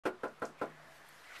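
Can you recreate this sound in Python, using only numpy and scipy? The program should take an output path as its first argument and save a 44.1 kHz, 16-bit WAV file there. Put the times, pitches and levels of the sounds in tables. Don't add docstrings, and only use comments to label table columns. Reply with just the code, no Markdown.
import sys
import numpy as np
from scipy import signal
from scipy.io import wavfile
from scipy.ndimage import uniform_filter1d

SR = 44100
rng = np.random.default_rng(int(sys.argv[2]) if len(sys.argv) > 2 else 0)


def log_audio(samples):
    frames = np.atleast_2d(samples).T
    limited = np.clip(frames, -1, 1)
    pcm = np.round(limited * 32767).astype(np.int16)
    wavfile.write(sys.argv[1], SR, pcm)


def makeup_ratio(level_db):
    decades = np.asarray(level_db, float) / 20
    return 10 ** decades


N = 61739
T = np.arange(N) / SR

# start_s [s], level_db [dB], contact_ms [ms], low_panel_db [dB], latch_buzz_db [dB]
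KNOCKS = [
    (0.0524, -31.5, 0.26, 5, -43),
    (0.2315, -36, 0.28, -7, -52),
    (.417, -36, 0.33, -5, -51.5),
    (0.6117, -34.5, 0.34, -5, -51.5),
]


def evened(x):
    return x / np.sqrt(np.mean(x ** 2) + 1e-20)


def read(points, hz):
    f, value = np.transpose(points)
    return np.interp(np.log(hz + 1), np.log(f + 1), value)


def curve(rows, col):
    rows = np.array(rows)
    return np.interp(T, rows[:, 0], rows[:, col])


def add(mix, s, sound):
    part = mix[round(s * SR):][:len(sound)]
    part += sound[:len(part)]


def resonate(x, hz, width):
    turn = np.exp(2j * np.pi * np.cumsum(hz * np.ones(len(x))) / SR)
    r = np.exp(-np.pi * width / SR)
    smooth = signal.lfilter([1 - r], [1, -r], x / turn + 1e-18)
    return 2 * (turn * smooth).real


def hiss(colour, patchy_db, size):
    a, b, patches = rng.standard_normal((size // 256 + 5, 513, 3)).T
    patches = uniform_filter1d(patches, size=16, axis=0)
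    patches = evened(uniform_filter1d(patches, size=8, axis=1))
    colour_db = read(colour, np.fft.rfftfreq(1024, 1 / SR))[:, None]
    z = (a + 1j * b) * makeup_ratio(colour_db + patchy_db * patches)
    return evened(signal.istft(z, nperseg=1024, noverlap=768)[1][:size])


def outdoor_wash():
    # pitch_hz [Hz], level_db [dB per Hz]
    wash_colour = [(20, -8), (80, -8), (300, -4.5), (650, -2), (1200, 0.5), (2400, -10.5), (4000, -17.5),
                   (13700, -32.5)]
    return makeup_ratio(-61) * hiss(wash_colour, 1, size=N)


def jacket_rustle():
    # time_s [s], level_db [dB]
    movement = [(.04, -87), (.3, -71.5), (.7, -91), (.8, -76.5), (.97, -64.5), (1.03, -74), (1.07, -65.5),
                (1.2, -64.5), (1.27, -66), (1.36, -62), (1.4, -57.5)]
    # pitch_hz [Hz], level_db [dB per Hz]
    cloth_colour = [(300, -35), (700, -8.5), (2000, -9), (3500, -1), (7000, -8), (13700, -11.5)]
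    return makeup_ratio(curve(movement, 1)) * hiss(cloth_colour, 2.1, size=N)


def porch():
    # delay_s [s], level_db [dB]
    bounces = [(.0058, -10), (.0113, -11), (.019, -11.5), (.031, -14)]
    # pitch_hz [Hz], t60_s [s]
    tail_decay = [(150, 0.37), (500, 0.16), (1500, 0.23), (4000, 0.11)]
    tail_db = -10
    taps = np.zeros(SR // 2)
    at = np.arange(120, SR // 2 - 20, 20)
    taps[at + rng.integers(0, 20, len(at))] = rng.choice([-1., 1.], len(at))
    hz, t, z = signal.stft(taps, SR, nperseg=256)
    fade = makeup_ratio(-60 * t / read(tail_decay, hz)[:, None])
    tail = signal.istft(z * fade, SR, nperseg=256)[1]
    tail *= makeup_ratio(tail_db) / np.linalg.norm(tail)
    direct = (0.0018, 0.036)
    for k, (s, db) in enumerate([direct] + list(bounces)):
        add(tail, s, makeup_ratio(db) * np.array([(-1.) ** k]))
    return tail


def door_ring(t, low_db):
    # pitch_hz [Hz], level_db [dB], t60_s [s]
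    door_modes = [(222, -18.5, 0.097), (245, -4.5, 0.12), (332.7, -11, 0.1), (366.8, -8.5, .16),
                  (428.6, -9, 0.13), (498.3, 2, 0.14), (535, -2, 0.095), (613, -3, 0.083),
                  (677.8, -8.5, 0.14), (785.4, -4, 0.087), (863.6, -3, 0.066), (1014, -5, 0.092),
                  (1403.8, -6, 0.099), (1568, -3, 0.039)]
    # pitch_hz [Hz], level_db [dB per Hz]
    grain_colour = [(30, -20), (110, -32), (230, -7), (340, -1.5), (520, 3.5), (950, -6.5), (1500, -2.5),
                    (2100, -22.5), (3500, -37), (6000, -66)]
    swell_s, spot_db = 0.0019, 1.2
    grain_db, grain_t60_s = -8, 0.21
    clack_db, clack_peak_s = -1.5, 0.0052
    spot = rng.standard_normal(len(door_modes))
    ring = np.zeros(len(t))
    for w, (hz, mode_db, t60) in zip(spot, door_modes):
        low_panel_db = low_db * (300 < hz < 450)
        fade = makeup_ratio(mode_db + spot_db * w + low_panel_db - 60 * t / t60)
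        ring -= fade * np.sin(2 * np.pi * hz * t)
    swell = np.exp(-t / swell_s)
    ring *= 1 - 1.14 * swell
    ring += makeup_ratio(grain_db - 60 * t / grain_t60_s) * hiss(grain_colour, 0, size=len(t)) * (1 - swell)
    u = t / clack_peak_s
    clack = sum(np.sin(2 * np.pi * hz * t) for hz in (1328, 1413))
    return ring + makeup_ratio(clack_db) * (u * np.exp(1 - u)) ** 2 * clack


def latch_buzz(t, buzz_db):
    # pitch_hz [Hz], level_db [dB per Hz]
    buzz_colour = [(1000, -33), (1800, 6.5), (3300, -6), (6700, -17), (8000, -15), (13700, -22)]
    rise_s, t60_s = 0.0041, 0.23
    hold_s, hold_db = 0.033, -6.5
    loose = makeup_ratio(-60 * t / (t60_s / 2)) + makeup_ratio(hold_db) / (1 + (t / hold_s) ** 4)
    return makeup_ratio(buzz_db) * loose * (1 - np.exp(-t / rise_s)) * hiss(buzz_colour, 0.69, size=len(t))


def knock(room, db, contact_ms, low_db, buzz_db):
    ring_s = 0.4
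    t = np.arange(round(ring_s * SR)) / SR
    ring = door_ring(t, low_db)
    push = np.sin(np.pi * np.clip(t[:100] / (contact_ms / 1000), 0, 1))
    body = signal.fftconvolve(ring, np.convolve(room, push))[:len(t)]
    return makeup_ratio(db) * body / np.std(body[:1300]) + latch_buzz(t, buzz_db)


def frame_hum():
    hum_hz, hum_db, t60_s, build_db = 156.1, -74.5, 1.68, 4.5
    since = T - np.array(KNOCKS)[:, :1]
    blow_number = np.arange(len(KNOCKS))[:, None]
    db = hum_db + build_db * blow_number - 60 * since / t60_s
    strength = np.sqrt((makeup_ratio(db) ** 2 * np.clip(since / 0.01, 0, 1)).sum(0))
    waver = evened(uniform_filter1d(rng.standard_normal(N), size=3000))
    phase = 2 * np.pi * np.cumsum(hum_hz + 3.2 * waver - 5 * T) / SR
    return strength * makeup_ratio(1.15 * waver) * np.sqrt(2) * np.sin(phase)


def tick(start, db, hz, tail_db, t60):
    peak_s, width_hz = 0.00013, 5500
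    t = np.arange(6000) / SR
    u = t / peak_s
    click = u * np.exp(1 - u) * np.sin(2 * np.pi * hz * t)
    fizz = resonate(rng.standard_normal(6000), hz, width_hz)
    fizz = evened(resonate(fizz, hz, width_hz))
    return start, makeup_ratio(db) * (click + makeup_ratio(tail_db - 60 * t / t60) * fizz)


def sleeve_swish():
    # time_s [s], level_db [dB], pitch_hz [Hz]
    sleeve = [
        (.56, -80, 2530),
        (.59, -60.5, 2320),
        (.64, -63.5, 2100),
        (.72, -62, 1830),
        (.8, -62.5, 1740),
    ]
    return evened(resonate(rng.standard_normal(N), curve(sleeve, 2), 330)) * makeup_ratio(curve(sleeve, 1))


def far_drone():
    # time_s [s], level_db [dB]
    drone_level = [(.7, -78), (.8, -63), (.9, -64), (1.05, -74.5), (1.2, -72.5)]
    return evened(resonate(rng.standard_normal(N), 657, 22)) * makeup_ratio(curve(drone_level, 1))


def scuff():
    # time_s [s], level_db [dB], brightness_db [dB]
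    drag = [(1.24, -63, 10), (1.28, -58, -10), (1.31, -51, -30), (1.335, -51.5, -7), (1.365, -48.5, 6.5),
            (1.38, -49, -11), (1.4, -60, -9)]
    # pitch_hz [Hz], width_hz [Hz], level_db [dB]
    boards = [(730, 46, -6), (1300, 220, -8.5), (1460, 56, -1.5), (1970, 90, 2.5), (2200, 75, -1.5),
              (1640, 710, 2), (2600, 550, 0), (4000, 2700, -12)]
    slips = rng.random(N) < 1500 / SR
    slip_db = 2. * np.minimum(rng.exponential(1, N), 3)
    grit = rng.standard_normal(N) * (1 + makeup_ratio(slip_db) * slips)
    bright = makeup_ratio(curve(drag, 2))
    total = np.zeros(N)
    for hz, width, db in boards:
        board = evened(resonate(resonate(grit, hz, width), hz, 3 * width))
        total += makeup_ratio(db) * board * (bright if hz > 2400 else 1)
    return makeup_ratio(curve(drag, 1) - 8) * total * (T > drag[0][0])


def scene():
    # start_s [s], level_db [dB], pitch_hz [Hz], tail_db [dB], tail_t60_s [s]
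    fittings = [
        (.396, -62, 8800, -23, .03),
        (0.3997, -54, 10000, -18, 0.053),
        (.450, -45, 6200, -27, 0.04),
        (.4545, -38, 6100, -20, 0.23),
        (0.594, -55.5, 7100, -18, 0.027),
        (.657, -53, 6000, -14.5, 0.047),
        (.700, -60, 8660, -34, .03),
        (1.088, -50, 11000, -9, 0.047),
        (.28, -58.5, 4930, -5.5, 0.062),
    ]
    mix = outdoor_wash() + jacket_rustle() + frame_hum() + sleeve_swish() + far_drone() + scuff()
    room = porch()
    for row in KNOCKS:
        add(mix, row[0], knock(room, *row[1:]))
    for row in fittings:
        add(mix, *tick(*row))
    return mix[None]


def low_pass(x):
    return signal.sosfilt(signal.butter(12, 13840, fs=SR, output="sos"), x)


def record(dry):
    start_s, opening_s, offset = 0.0361, 0.00045, -0.0004
    gate = np.clip((T - start_s) / opening_s, 0, 1)
    treble_limit = signal.firwin(255, 13900, window=("kaiser", 8), fs=SR)
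    heard = signal.oaconvolve((dry + offset) * gate, treble_limit[None], "same")
    return low_pass(heard)


dry = scene()
out = record(dry)
log_audio(out)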